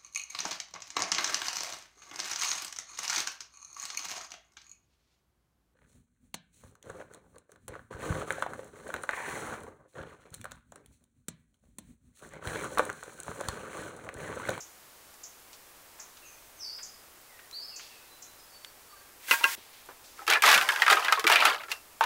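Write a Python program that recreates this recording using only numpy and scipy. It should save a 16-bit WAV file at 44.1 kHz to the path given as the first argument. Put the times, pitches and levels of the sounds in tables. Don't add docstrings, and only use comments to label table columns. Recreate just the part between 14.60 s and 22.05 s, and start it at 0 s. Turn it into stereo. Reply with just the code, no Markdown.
import sys
import numpy as np
from scipy import signal
from scipy.fft import rfft, irfft
from scipy.io import wavfile

SR = 44100
rng = np.random.default_rng(int(sys.argv[2]) if len(sys.argv) > 2 else 0)


def store_pcm(level_fs):
    pcm = np.round(np.clip(level_fs, -1, 1) * 32767).astype(np.int16)
    wavfile.write(sys.argv[1], SR, np.atleast_2d(pcm).T)


def rack_gain(trim_db):
    fader = np.asarray(trim_db, float)
    return 10 ** (fader / 20)


N = 328545
SCENE_CHANGE_S = 4.952


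def at_hz(points, hz):
    points_hz, values = np.transpose(points)
    return np.interp(np.log(hz), np.log(points_hz), values)


def shaped(noise, points):
    length = noise.shape[-1]
    hz = np.maximum(np.fft.rfftfreq(length, 1 / SR), 1)
    out = irfft(rfft(noise) * rack_gain(at_hz(points, hz)), length)
    return out / np.sqrt(np.mean(out ** 2))


def drift(rate_hz):
    knots = rng.standard_normal(int(N / SR * 40) + 2)
    return 1.22 * np.interp(np.arange(N) / SR * min(rate_hz, 39), np.arange(len(knots)), knots)


def ring(clicks, hz, t60):
    r = rack_gain(-60 / (t60 * SR))
    w = 2 * np.pi * hz / SR
    return signal.lfilter([0, np.sin(w)], [1, -2 * r * np.cos(w), r * r], clicks + 1e-18)


def add(out, start_s, sound):
    i = round(start_s * SR)
    out[..., i:i + sound.shape[-1]] += sound[..., :max(N - i, 0)]


def echoes(x, t60, wet_db, early_db):
    t = np.arange(int(t60 * SR)) / SR
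    tail = rng.standard_normal((2, SR))[:, :len(t)] * rack_gain(-60 * t / t60)
    tail = tail * (1 + rack_gain(early_db) * np.exp(-t / 0.017)) * np.minimum(t / 0.00067, 1)
    tail = tail / np.sqrt(np.sum(tail ** 2, 1, keepdims=True))
    return rack_gain(wet_db) * signal.fftconvolve(x[None], tail, axes=1)[:, :N]


# (start_s, peak_db, main_pitch_hz, hardness_db: crack over 4 kHz)
ARMFUL = [(5.592, -33.5, 1305, -43), (5.618, -35, 824, -23), (5.667, -32.5, 2750, -1),
          (5.678, -16.5, 1310, -6.5), (5.701, -18, 1767, 0.5), (5.71, -15, 1490, -9),
          (5.724, -13, 2360, -14), (5.735, -12, 2460, -12), (5.751, -17, 2470, -40),
          (5.757, -11.5, 1737, -38), (5.822, -15, 2330, -2.5), (5.837, -8, 1250, -14),
          (5.863, -12.5, 1980, -11), (5.877, -13, 1065, -10), (5.889, -13.5, 1380, -4),
          (5.9, -12, 1940, -9), (5.915, -15, 1760, -2.5), (5.928, -10, 1690, -9), (5.941, -13.5, 2680, -7),
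          (5.946, -12.5, 2400, -7), (5.961, -15, 1424, -11), (5.977, -10.5, 1507, -10),
          (6.012, -16.5, 1590, -11), (6.023, -38, 1600, 7), (6.046, -25, 1053, -11),
          (6.089, -10, 1681, -14), (6.121, -24, 964, -6), (6.16, -19.5, 1570, -13)]
# (start_s, peak_db, main_pitch_hz, hardness_db)
BOUGHS = [(6.22, -8, 1880, -17), (6.265, -10.5, 1620, -22), (6.28, -9.5, 1320, -16),
          (6.3, -9.5, 1300, -11.5), (6.314, -16, 783, -12), (6.327, -9, 1600, -14), (6.37, -14, 1290, -42),
          (6.394, -23.5, 1000, -13), (6.447, -20.5, 1995, -7.5), (6.483, -11.5, 1620, -26),
          (6.524, -7.5, 1302, -11.5), (6.575, -15.5, 1106, -40), (6.595, -27.5, 1700, 2),
          (6.642, -17, 1250, -13), (6.668, -11, 2330, -12), (6.676, -14.5, 1410, -4.5),
          (6.699, -11.5, 927, -7.5), (6.717, -11, 1343, -12.5), (6.723, -12.5, 2780, -5.5),
          (6.758, -8.5, 2410, -15), (6.804, -21.5, 3100, -6.5), (6.824, -10.5, 1358, -29),
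          (6.853, -11, 1332, -4), (6.898, -21, 1397, -12), (6.945, -21.5, 1360, -17),
          (7.035, -32.5, 1390, -12), (7.084, -35, 1357, -19), (7.116, -23.5, 2776, -3.5),
          (7.409, -7.5, 896, -22.5), (7.439, -17.5, 980, -10.5)]


def blows():
    rebound_s, loss_db, duller_db = .01, 7.5, 15.5
    first = np.vstack([ARMFUL, BOUGHS])
    chance = rng.uniform(.7, 1.3, (len(first), 1))
    return np.vstack([first, first + chance * [rebound_s, -loss_db, 0, -duller_db]])


def thud(db, pitch):
    t = np.arange(SR // 9) / SR
    lows = sum(np.sin(2 * np.pi * (low + 130 * p) * t) for low, p in zip((330, 420), pitch))
    return rack_gain(db - 4.0) * lows * rack_gain(-60 * t / 0.094) * (1 - np.exp(-t / 0.0049))


# (pitch_hz, level_db)
WOOD = [(350, -63), (600, -14), (900, -5.5), (1400, 0.5), (2200, 2.5), (3200, 3), (4500, 0.5)]


def stick(hz, crack_db, chance, hiss):
    t = np.arange(SR // 9) / SR
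    pitch, size, side, late = chance
    others = 600 * 2 ** (3.0 * (np.arange(22) + pitch) / 22)
    octaves = np.log2(others / hz)
    colour_db = .5 * (crack_db + 16.0) * np.clip(octaves, 0, 1.5) - 6.6 * np.abs(octaves)
    pitches = np.append(hz, others)[:, None]
    t60 = np.append(.075, 0.061 * (1200 / others) ** .5)[:, None]
    heights = rack_gain(np.append(-5, at_hz(WOOD, others) - 8 - 8 * size + colour_db)) * (-1) ** np.arange(23)
    age = np.maximum(t - np.append(0, 0.00243 * late ** 4)[:, None], 0)
    modes = heights[:, None] * np.sin(2 * np.pi * pitches * age) * rack_gain(-60 * age / t60)
    modes[0] += rack_gain(-19.0) * np.sin(2 * np.pi * .97 * hz * t) * rack_gain(-60 * t / 0.24)
    leaning = np.append(0, 0.66 * (2 * side - 1))
    ringing = np.array([1 + leaning, 1 - leaning]) @ modes
    snap = rack_gain(-5.5) * np.sin(2 * np.pi * 1.59 * hz * t) * rack_gain(-60 * t / 0.0059)
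    crack = hiss[:, :len(t)]
    crack = (crack + .5 * crack[0]) * rack_gain(crack_db - 2.0)
    crack = crack * (rack_gain(-60 * t / 0.0077) + 0.38 * rack_gain(-60 * t / 0.085))
    return ringing + snap + crack


# (pitch_hz, level_db per Hz)
CRACK = [(3000, -4), (5000, 12), (8000, 5), (12000, 4), (16000, -2.5)]
# (start_s, left_minus_right_db)
BRANCH_PAN = [(5.6, -6.5), (5.75, -1.5), (7.05, -2), (7.1, -11.5), (7.4, -5)]
# (start_s, level_db)
BUTTS = [(5.679, -26), (5.696, -25), (5.77, -29), (5.847, -30), (5.954, -35), (6.315, -17.5), (6.338, -26),
         (6.369, -27), (6.587, -27), (6.642, -16.5), (6.699, -23), (6.881, -38), (6.917, -28)]


def branches():
    out, thuds = np.zeros((2, N)), np.zeros(N)
    hits = blows()
    chances = rng.random((len(hits), 4, 22))
    hiss = shaped(rng.standard_normal((2, SR)), CRACK)
    for k, ((start_s, db, hz, crack_db), chance) in enumerate(zip(hits, chances)):
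        pan_db = np.interp(start_s, *np.transpose(BRANCH_PAN))
        sides = rack_gain([[pan_db / 2], [-pan_db / 2]])
        fresh_hiss = np.roll(hiss, 397 * k, axis=1)
        add(out, start_s, rack_gain(db) * sides * stick(hz, crack_db, chance, fresh_hiss))
        add(thuds, start_s, thud(-39.5 + 0.37 * (db + 16.5), chance[0]))
    for (start_s, db), pitch in zip(BUTTS, rng.random((len(BUTTS), 2))):
        add(thuds, start_s, thud(db, pitch))
    return signal.sosfilt(signal.butter(3, 520, "high", fs=SR, output="sos"), out) + thuds


def spell(start_s, hold_s):
    attack_s, fade_db_per_s = .015, 250
    t = np.arange(N) / SR - start_s
    return np.clip(t / attack_s, 0, 1) * rack_gain(-fade_db_per_s * np.maximum(t - hold_s, 0))


# (start_s, hold_s, clatter_db, rustle_share_db)
RATTLES = [(4.68, 0.24, -44.5, -10), (5.562, 0.057, -53.5, 0), (5.68, 0.067, -27.5, -13.5),
           (5.819, 0.13, -22, -6), (5.992, 0.25, -34, -6.5), (6.288, 0.037, -20.5, -9),
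           (6.355, 0.22, -34.5, -12), (6.678, 0.22, -25, -14), (6.893, 0.11, -44, -21),
           (7.088, 0.031, -43.5, 0), (7.41, .04, -33, -18)]


def clatter():
    spells = np.array([rack_gain(db) * spell(start_s, hold_s) for start_s, hold_s, db, share_db in RATTLES])
    level = spells.sum(0)
    rustle = rack_gain(np.array(RATTLES)[:, 3]) @ spells / (level + 1e-12)
    sizes = rack_gain(3.14 * np.minimum(rng.exponential(1, N), 4)) * rng.choice([-1, 1], N)
    knocks_per_s = 2500 * rack_gain(4 * drift(30))
    knocks = sizes * (rng.random(N) < knocks_per_s / SR)
    knocks = knocks / np.sqrt(np.mean(knocks ** 2)) * level
    dealt = rng.integers(0, 26, N)
    out = np.zeros((2, N))
    for k, hz in enumerate(np.geomspace(450, 4600, 26)):
        lean = 0.32 * (-1) ** k
        rings = ring(knocks * (dealt == k), hz, 0.056 * (1200 / hz) ** 1.54)
        out += np.outer([1 + lean, 1 - lean], rack_gain(at_hz(WOOD, hz) - 14.5) * rings)
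    shake = np.sqrt(signal.lfilter([.004], [1, -.996], knocks ** 2) + 0.22 * level ** 2)
    bits = (rng.random((2, N)) < 35 / SR) * rng.random((2, N))
    specks = 1 + 6.6 * signal.lfilter([1], [1, -.97], bits)
    return out + rustle * shake * specks * shaped(rng.standard_normal((2, N)), CRACK)


# (start_s, peak_db, favoured_pitch_hz: modes near the spot struck)
CANE = [
    (4.684, -30, 1800),
    (4.711, -8, 2280),
    (4.715, -10, 2000),
    (4.728, -12, 890),
    (4.737, -15, 1600),
    (4.81, -23.5, 950),
    (4.837, -17.5, 3300),
    (4.841, -10.5, 2510),
    (4.852, -13, 935),
    (4.889, -29.5, 1600),
]
# (pitch_hz, level_db, t60_s: the ring's t60 is this capped at 0.22 s, times 0.65)
CANE_MODES = [(619, -12.5, 0.25), (933, -7, 0.36), (1088, -4, 0.14), (1418, 0, 0.1), (1608, 0, 0.36),
              (1870, -11.5, 0.32), (2013, -3, 0.1), (2180, -18, 5.0), (2520, -9.5, 0.24), (2702, 2, 0.04),
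              (3300, -34, 0.22), (3850, -13, 0.13), (4390, -35, 0.13), (4700, -36, 0.091)]
# (start_s, level_db)
LEAVES = [
    (4.6, -54.5),
    (4.66, -44.5),
    (4.685, -34.5),
    (4.725, -21.5),
    (4.76, -30),
    (4.82, -38.5),
    (4.845, -33.5),
    (4.895, -32),
    (4.955, -34),
]
# (pitch_hz, level_db per Hz)
LEAF_HISS = [(800, -13), (2000, 5.5), (4000, -1.5), (9000, -3), (16000, -2.5)]


def cane():
    out = np.zeros((2, N))
    start_s, peak_db, spot_hz = np.transpose(CANE)
    at = [round(s * SR) for s in start_s]
    age = np.arange(900)
    rough = np.diff(rng.standard_normal(901)) * (np.exp(-age / 200) + 3 * np.exp(-age / 25))
    for hz, level_db, t60 in CANE_MODES:
        off_spot_db = 14.0 * np.abs(np.log2(hz / spot_hz))
        clicks = np.zeros(N)
        clicks[at] = rack_gain(peak_db + level_db - 6.0 - off_spot_db + 3.7 * rng.standard_normal(len(at)))
        rings = ring(signal.oaconvolve(clicks, rough)[:N], hz, 0.65 * min(t60, .22))
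        drive = np.abs(np.exp(-2j * np.pi * hz / SR * age) @ rough).clip(2)
        out += rings / drive * rack_gain([[1.6], [-1.6]])
    leaf_s, leaf_db = np.transpose(LEAVES)
    swish = rack_gain(np.interp(np.arange(N) / SR, leaf_s, leaf_db, left=-120) + 1.25 * drift(39))
    noise = rng.standard_normal((2, N))
    out += swish * shaped(noise + 0.19 * noise[0], LEAF_HISS)
    return out * (np.arange(N) < SCENE_CHANGE_S * SR)


# (start_s, peak_db, centre_hz, t60_s)
TICKS = [(.541, -54, 7000, 0.022), (.93, -53.5, 4460, 0.14), (1.385, -51.5, 1210, 0.45),
         (1.57, -55, 4000, .08), (2.185, -48.5, 1800, 0.14), (2.79, -49, 1670, 0.085),
         (2.912, -46.5, 4820, 0.015), (3.195, -42.5, 1700, 0.067), (3.8, -58, 5000, .03),
         (4.047, -37, 2720, 0.013), (4.047, -45, 6400, 0.0081), (6.641, -35, 221, 0.099),
         (3.209, -55, 3500, 0.99), (4.97, -58, 2800, 1), (5.13, -58.5, 2940, 0.96),
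         (5.26, -51.5, 9000, .01), (5.442, -59.5, 4470, 1), (5.953, -39.5, 151, 0.41),
         (4.978, -42.5, 327, 0.078), (5.288, -39, 830, 0.16)]


def ticks():
    out = np.zeros((2, N))
    t = np.arange(SR // 2) / SR
    for start_s, db, hz, t60 in TICKS:
        noise = rng.standard_normal((2, len(t)))
        band = signal.butter(2, [hz * 0.58, hz * 1.66], "band", fs=SR, output="sos")
        tick = signal.sosfilt(band, noise + 3.55 * noise[0])
        add(out, start_s, rack_gain(db) * tick * rack_gain(-60 * t / max(t60, .005)))
    return out


# (start_s, level_db)
CHIPS = [
    (0.002, -27.5),
    (0.633, -27.5),
    (1.395, -28.5),
    (2.227, -25.5),
    (3.159, -27.5),
    (3.62, -31),
]


def chips():
    top_hz, end_hz, length_s = 7650, 4370, 0.0061
    dry = np.zeros(N)
    t = np.arange(int(length_s * SR)) / (length_s * SR)
    hz = top_hz + (end_hz - top_hz) * t ** 1.225
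    chip = np.sin(2 * np.pi * np.cumsum(hz) / SR) * np.sin(np.pi * t ** 0.74)
    for start_s, db in CHIPS:
        add(dry, start_s, rack_gain(db) * chip)
        add(dry, start_s + .024, rack_gain(db - 8) * chip[:len(chip) * 2 // 3])
    return echoes(dry, .5, wet_db=0, early_db=11)


# (start_s, length_s, from_hz, to_hz, level_db)
NOTES = [(1.617, 0.066, 2890, 2410, -53), (1.648, 0.046, 7000, 6000, -51), (1.97, 0.043, 6600, 6080, -53),
         (1.994, 0.086, 6220, 4390, -38), (2.073, 0.099, 4430, 5150, -42),
         (2.691, 0.096, 2140, 1840, -56.5), (2.925, 0.06, 3860, 4800, -37.5),
         (3.0, 0.034, 3920, 5300, -40.5), (3.056, 0.038, 4040, 5210, -42.5),
         (3.123, 0.028, 4100, 4700, -45), (3.107, 0.072, 3000, 2490, -54.5), (3.29, .1, 2860, 2507, -56.5),
         (3.467, .11, 4060, 4010, -60.5), (3.633, 0.074, 4040, 4020, -63),
         (3.778, 0.053, 5100, 5050, -58.5), (3.87, .06, 5060, 5020, -64), (3.9, 0.17, 4530, 4505, -59.5),
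         (4.26, 0.04, 4580, 4520, -60), (4.35, 0.04, 4560, 4500, -65), (4.29, 0.058, 1244, 1160, -53),
         (4.353, 0.024, 1640, 1570, -51)]


def whistles():
    attack_s, release_s = 0.0045, .008
    dry = np.zeros(N)
    waver = 1 + 0.0021 * drift(39)
    for start_s, length_s, from_hz, to_hz, db in NOTES:
        t = np.arange(0, length_s, 1 / SR)
        edges = np.clip(np.minimum(t / attack_s, (length_s - t) / release_s), 0, 1)
        hz = to_hz + (from_hz - to_hz) * np.exp(-3.0 * t / length_s)
        tone = np.sin(2 * np.pi * np.cumsum(hz * waver[:len(t)]) / SR)
        add(dry, start_s, rack_gain(db) * edges * tone)
    return dry * rack_gain([[-5], [-8]]) + echoes(dry, 0.63, wet_db=4.5, early_db=-19)


# (pitch_hz, level_db per Hz)
AIR = [(30, -5), (90, -5.5), (170, -11), (350, -5.5), (1100, -3.5), (3300, -10), (6500, -10.5),
       (16500, -9.5)]
# (pitch_hz, likeness from 0 to 1)
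AIR_LIKENESS = [(60, 0.66), (150, 0.4), (400, 0.6), (1000, 0.3), (2400, 0.29), (6000, 0.13), (15000, 0)]


def air():
    mid, side = rfft(shaped(rng.standard_normal((2, N)), AIR))
    hz = np.maximum(np.fft.rfftfreq(N, 1 / SR), 1)
    alike = np.clip(at_hz(AIR_LIKENESS, hz), 0, 1)
    both = np.sqrt(1 + alike) * mid + np.sqrt(1 - alike) * side * [[1], [-1]]
    bass = 1 / (1 + (hz / 55) ** 4)
    gusty = irfft(both * bass, N) * rack_gain(2.4 * drift(4)) + irfft(both * (1 - bass), N)
    return rack_gain(-53) * gusty * rack_gain([[.4], [-.4]])


def scene():
    wood = branches() + cane() + clatter() * rack_gain([[-.7], [.7]])
    wood = signal.sosfilt(signal.butter(4, 300, "high", fs=SR, output="sos"), wood)
    near = wood + echoes(wood.mean(0), 0.15, wet_db=-14.5, early_db=-33)
    near[:, int(SCENE_CHANGE_S * SR):int(5.3 * SR)] = 0
    return near + ticks() + chips() + whistles() + air()


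def band_limit(x):
    return signal.sosfilt(signal.butter(12, 17010, fs=SR, output="sos"), x)


def record(dry):
    rounded = 0.91 * np.tanh(dry / 0.98)
    top_cut = signal.ellip(12, 1, 60, 15760, fs=SR, output="sos")
    mix = signal.sosfilt(top_cut, rounded)
    return band_limit(mix)


dry = scene()
out = record(dry)
store_pcm(out)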